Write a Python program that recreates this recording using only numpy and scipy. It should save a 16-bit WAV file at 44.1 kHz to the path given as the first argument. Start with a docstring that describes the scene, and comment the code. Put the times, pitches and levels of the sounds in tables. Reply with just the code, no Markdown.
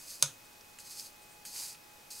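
"""Water sizzles into steam as the hot tip of a gas soldering iron is wiped four times over a damp sponge.
Thousands of tiny bursts make the sizzle; single drops spit, and the tip rubs through the third stroke.
After the first stroke the tip slips off and knocks on the plate under the sponge: iron and plate ring,
and the workbench thumps. The burner hisses and hums faintly throughout, in a small, dry room."""
import sys
import numpy as np
from scipy import signal
from scipy.fft import rfft, irfft
from scipy.io import wavfile
from scipy.ndimage import uniform_filter1d

SR = 44100
rng = np.random.default_rng(int(sys.argv[2]) if len(sys.argv) > 2 else 0)


def unload_audio(sound):
    """Save the sound as a 16-bit wav file, at the path given as the first command line argument."""
    columns = np.transpose(np.atleast_2d(sound))
    # keep every value between -1 and 1, then stretch to whole-number steps
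    steps = np.round(np.clip(columns, -1, 1) * 32767)
    wavfile.write(sys.argv[1], SR, steps.astype(np.int16))


N = 97020

# The tip's contacts with the plate, a graze and then the blow. Each row: start in seconds, gain in dB.
KNOCK_CONTACTS = [(.2212, -26), (0.2251, -7), (0.2249, 2.5)]
BLOW_S = KNOCK_CONTACTS[-1][0]


def undb(db):
    """Decibels to gain."""
    return 10 ** (np.asarray(db) / 20)


def unit(x):
    """Scale to rms 1."""
    return x / np.sqrt(np.mean(x ** 2))


def since(start):
    """Seconds since a moment, zero before it."""
    return np.maximum(np.arange(N) / SR - start, 0)


def fade(start, t60):
    """Sudden onset and exponential decay."""
    return (since(start) > 0) * np.exp(-np.log(1000) * since(start) / t60)


def curve(points):
    """Join (seconds, value) points by straight lines."""
    return np.interp(since(0), *np.array(points).T)


def drift(rate_hz):
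    """Smooth random movement; rms 1."""
    span = max(int(SR / rate_hz), 2)
    return unit(uniform_filter1d(uniform_filter1d(rng.standard_normal(N), span), span))


def colour(x, points, peaks=()):
    """EQ a sound by (Hz, dB) points plus (centre Hz, width Hz, dB) resonances; rms 1."""
    freqs = np.maximum(np.fft.rfftfreq(N, 1 / SR), 1)
    hz, db = np.array(points).T
    power = undb(np.interp(np.log(freqs), np.log(hz), db)) ** 2
    for centre, width, peak_db in peaks:
        power += undb(peak_db) ** 2 / (1 + ((freqs - centre) / width) ** 2 * 2) ** 2
    return unit(irfft(rfft(x) * np.sqrt(power), N))


def band(hz, width_hz):
    """Noise in one resonance; rms 1."""
    b, a = signal.iirpeak(hz, hz / width_hz, fs=SR)
    return unit(signal.lfilter(b, a, signal.lfilter(b, a, rng.standard_normal(N))))


def ring(modes, start):
    """Decaying modes set off at one moment."""
    phases = 2 * np.pi * rng.random(len(modes))
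    return sum(undb(db) * fade(start, t60) * np.sin(2 * np.pi * hz * since(start) + phase)
               for (hz, db, t60), phase in zip(modes, phases))


def room(x, pan_db):
    """Panned direct sound plus the short, duller wash of the room in each ear."""
    lag_s, top_hz, wash_db = 0.0067, 5600, -19
    b, a = signal.butter(1, top_hz, fs=SR)
    tails = signal.lfilter(b, a, rng.standard_normal((2, N))) * fade(lag_s, t60=0.14)
    wash = signal.fftconvolve(np.atleast_2d(x), unit(tails) / np.sqrt(N), axes=1)[:, :N]
    return x * undb(np.array([[pan_db], [-pan_db]]) / 2) + undb(wash_db) * wash


def gas_hiss():
    """Even gas hiss in the middle over diffuse room noise."""
    # EQ of the centre and of the sides. Each row: frequency in Hz, relative level in dB.
    mid_eq = [(20, -7), (45, -12.5), (150, -8), (300, -9.5), (520, -10), (700, -11.5), (1000, -12),
              (2300, -15), (3000, -16), (5400, -14.5), (10000, -18), (15500, -18)]
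    side_eq = [(25, -33), (120, -18), (260, -9.5), (600, -7), (1200, -9), (2500, -13.5), (5000, -19.5),
               (9000, -24), (15000, -44)]
    mid = undb(-57) * colour(rng.standard_normal(N), mid_eq)
    side = undb(-62.5) * colour(rng.standard_normal(N), side_eq)
    return np.array([mid + side, mid - side])


def burner_hum():
    """A faint, slightly wavering tone and its third harmonic, like a closed pipe."""
    # The two partials. Each row: frequency in Hz, base level in dB.
    partials = [(839.4, -69), (2517.4, -68.5)]
    # Swell of the lower partial. Each row: time in seconds, gain in dB.
    swell = [(0, -11), (.4, -1.5), (1.3, 2.5), (2.2, 1)]
    pitch_wander, waver_db = 0.00103, -0.9
    clock = np.cumsum(1 + pitch_wander * drift(rate_hz=4.5)) / SR
    low, high = (undb(db + waver_db * drift(rate_hz=13)) * np.sqrt(2) * np.sin(2 * np.pi * hz * clock)
                 for hz, db in partials)
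    return low * undb(curve(swell)) + high


def bench_thump():
    """The bench answers the knock with a low thump that builds over a few milliseconds."""
    # Modes of the bench. Each row: frequency in Hz, level in dB, T60 in seconds.
    bench_modes = [(144, -34.5, 0.18), (132, -53, 0.19), (113.7, -56, 0.6), (61.6, -56, .2)]
    lag_s, rise_s = 0.0024, 0.013
    start = BLOW_S + lag_s
    return ring(bench_modes, start) * (1 - np.exp(-since(start) / rise_s))


def contact_crack():
    """Each contact of tip and plate is a snap of bright noise, slightly different in each ear."""
    # EQ of the crack. Each row: frequency in Hz, relative level in dB.
    crack_eq = [(300, -35), (1100, -21), (1800, -53), (2300, -8), (2900, -17), (3200, -35), (3600, -11),
                (4800, -7), (5200, -22), (7500, -20), (9000, -25), (11200, -24), (13300, -13), (16000, -27)]
    # Its broad resonances. 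Each row: centre in Hz, width in Hz, relative level in dB.
    crack_peaks = [(4220, 420, -1.5), (5470, 210, -15), (6430, 450, 4.5), (8420, 290, 6), (9470, 150, -15),
                   (10100, 430, -5), (12130, 260, -9)]
    trim_db, side_db = -18, -17
    mid, side = (colour(rng.standard_normal(N), crack_eq, crack_peaks) for _ in range(2))
    stereo = mid + undb(side_db) * side * np.array([[1], [-1]])
    return stereo * sum(undb(db + trim_db) * fade(start, t60=0.016) for start, db in KNOCK_CONTACTS)


def knock():
    """The tip cracks on the plate; the iron rings and rattles briefly, and the plate clacks hollowly."""
    # EQ of the rattle. Each row: frequency in Hz, relative level in dB.
    rattle_eq = [(300, -32.5), (550, -10.5), (750, -20.5), (1400, -4), (1900, -16.5), (3200, -6.5),
                 (3700, -4), (5000, -13), (5900, -5.5), (6400, 4), (7500, -10.5), (8300, -2.5), (9100, -20),
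                 (10400, -4), (11300, -19), (12300, -13), (16000, -30)]
    # Modes of the iron and of the plate. Each row: frequency in Hz, relative level in dB, T60 in seconds.
    iron_modes = [(3650, -31.5, .06), (4135, -31.5, 0.064), (4810, -34.5, 0.086), (5260, -43.5, 0.17),
                  (5590, -34, 0.11), (6342, -33, .15), (6534, -36.5, 0.15), (6790, -43, .07),
                  (7840, -33, 0.085), (8400, -34.5, 0.11), (8360, -25, .055), (9380, -33.5, 0.067),
                  (10350, -34, 0.085), (12400, -38, 0.052)]
    plate_modes = [(532, -53, 0.32), (593, -39.5, 0.054), (939, -42.5, 0.097), (1020, -46.5, 0.044),
                   (1140, -38, 0.04), (1260, -43.5, 0.052), (1422, -46.5, 0.086), (1460, -41.5, 0.13),
                   (2164, -44, 0.056), (2450, -37.5, 0.043), (2827, -42.5, .04)]
    plate_lag_s = 0.00099
    crack = contact_crack()
    rattle = colour(rng.standard_normal(N), rattle_eq) * undb(-31) * fade(BLOW_S, t60=0.22)
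    punch = 1 + undb(8.5) * fade(BLOW_S, t60=0.017)  # the iron rings louder for the first moment
    iron = undb(-1.5) * ring(iron_modes, BLOW_S) * punch
    plate = undb(0.5) * ring(plate_modes, BLOW_S + plate_lag_s)
    return crack + rattle + iron + plate


def sponge_rub():
    """The tip catches on the pores of the sponge as it drags through the third stroke."""
    # Envelope of the drag. Each row: time in seconds, level in dB.
    drag = [(1.52, -76), (1.56, -52.5), (1.62, -58), (1.72, -62), (1.77, -83)]
    # EQ of the rubbing. Each row: frequency in Hz, relative level in dB.
    rub_eq = [(300, -15), (800, -5.5), (3000, -4), (6000, -12)]
    # Its resonances. Each row: centre in Hz, width in Hz, relative level in dB.
    rub_peaks = [(985, 150, -1.8), (2400, 110, 1), (2970, 190, -1.4)]
    catches_per_s = 2700
    catches = (rng.random(N) < catches_per_s / SR) * rng.standard_normal(N)
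    return colour(catches, rub_eq, rub_peaks) * undb(curve(drag))


def sponge_pats():
    """Soft pats as the tip meets or leaves the sponge."""
    # Each row: start in seconds, level in dB.
    pats = [(.787, -48.5), (1.452, -46), (1.748, -48.5)]
    return band(2450, width_hz=1700) * sum(undb(db) * fade(start, t60=0.024) for start, db in pats)


def spit_and_fizz():
    """Single drops spit, and the last water fizzes off the lifted tip."""
    # Spits. Each row: start in seconds, level in dB, centre in Hz, width in Hz, T60 in seconds.
    drops = [(0.61, -50, 5440, 900, 0.014), (.787, -44, 7540, 4000, 0.021), (0.997, -35, 5040, 1600, 0.017),
             (1.4513, -37, 8170, 2000, 0.0076)]
    # Fizzes. Each row: peak time in seconds, level in dB, half length in seconds.
    fizzes = [(0.453, -63, 0.011), (1.23, -62, 0.019), (1.32, -62, .035)]
    spits = sum(undb(db) * fade(start, t60) * band(hz, width) for start, db, hz, width, t60 in drops)
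    fizz_level = sum(undb(db) * np.exp(-((since(0) - peak) / half) ** 2) for peak, db, half in fizzes)
    return spits + band(8200, width_hz=3100) * fizz_level


def sizzle():
    """Thousands of tiny steam bursts a second, as loud as the tip presses into wet sponge."""
    # One steam envelope per stroke. Each point: time in seconds, relative level in dB.
    strokes = [
        [(-.01, -51.5), (.036, -53.5), (.066, -52), (.11, -44.5), (.15, -49.5), (.19, -55), (.222, -54)],
        [(.787, -55), (.802, -49.5), (.835, -61), (.858, -50.5), (.89, -52), (.92, -46.5), (.945, -51.5),
         (.995, -44), (1.02, -49.5), (1.06, -50), (1.11, -64)],
        [(1.452, -45.5), (1.5, -50), (1.535, -48.5), (1.565, -41.5), (1.61, -41), (1.69, -45.5), (1.73, -51),
         (1.76, -62)],
        [(2.103, -46.5), (2.122, -47.5), (2.15, -49), (2.21, -46.5)],
    ]
    # EQ of the steam. Each row: frequency in Hz, relative level in dB.
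    steam_eq = [(300, -29), (900, -28), (1900, -18), (2600, -11.5), (3300, -15.5), (4200, -3.5),
                (5700, -5.5), (8000, -1.5), (10000, -6), (12500, -6.5), (14000, -11), (16000, -11.5)]
    # Resonances at the tip. Each row: centre in Hz, width in Hz, relative level in dB.
    tip_peaks = [(4360, 250, -2), (4840, 330, 2.5), (5420, 110, 1.5), (6410, 450, 0), (7500, 280, -9),
                 (8900, 250, 0), (11080, 500, -2)]
    bursts_per_s, spread_db = 17000, 2
    attack_s, release_s = 0.0011, 0.0049
    trim_db, flutter_db = 1, 0.5
    clicks = (rng.random(N) < bursts_per_s / SR) * rng.choice([-1, 1], N)
    bursts = clicks * undb(spread_db * rng.exponential(size=N))
    contact = np.zeros(N)
    for stroke in strokes:
        touch, lift = stroke[0][0], stroke[-1][0]
        attack = np.minimum(since(touch) / attack_s, 1)
        release = np.exp(-since(lift) / release_s)
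        contact += undb(curve(stroke)) * attack * release
    flutter = undb(trim_db + flutter_db * drift(rate_hz=150))
    return colour(bursts, steam_eq, tip_peaks) * contact * flutter


def scene():
    """Wiping and knock up close, over the burner."""
    wiping = room(sizzle() + sponge_rub() + spit_and_fizz() + sponge_pats(), pan_db=-0.5)
    slip = room(knock(), pan_db=-0.5) + bench_thump()
    return wiping + slip + burner_hum() + gas_hiss()


def record(dry):
    """A steep low-pass takes off the very top."""
    top_hz = 15700
    return signal.sosfilt(signal.ellip(10, .1, 70, top_hz, fs=SR, output="sos"), dry)


dry = scene()
out = record(dry)
unload_audio(out)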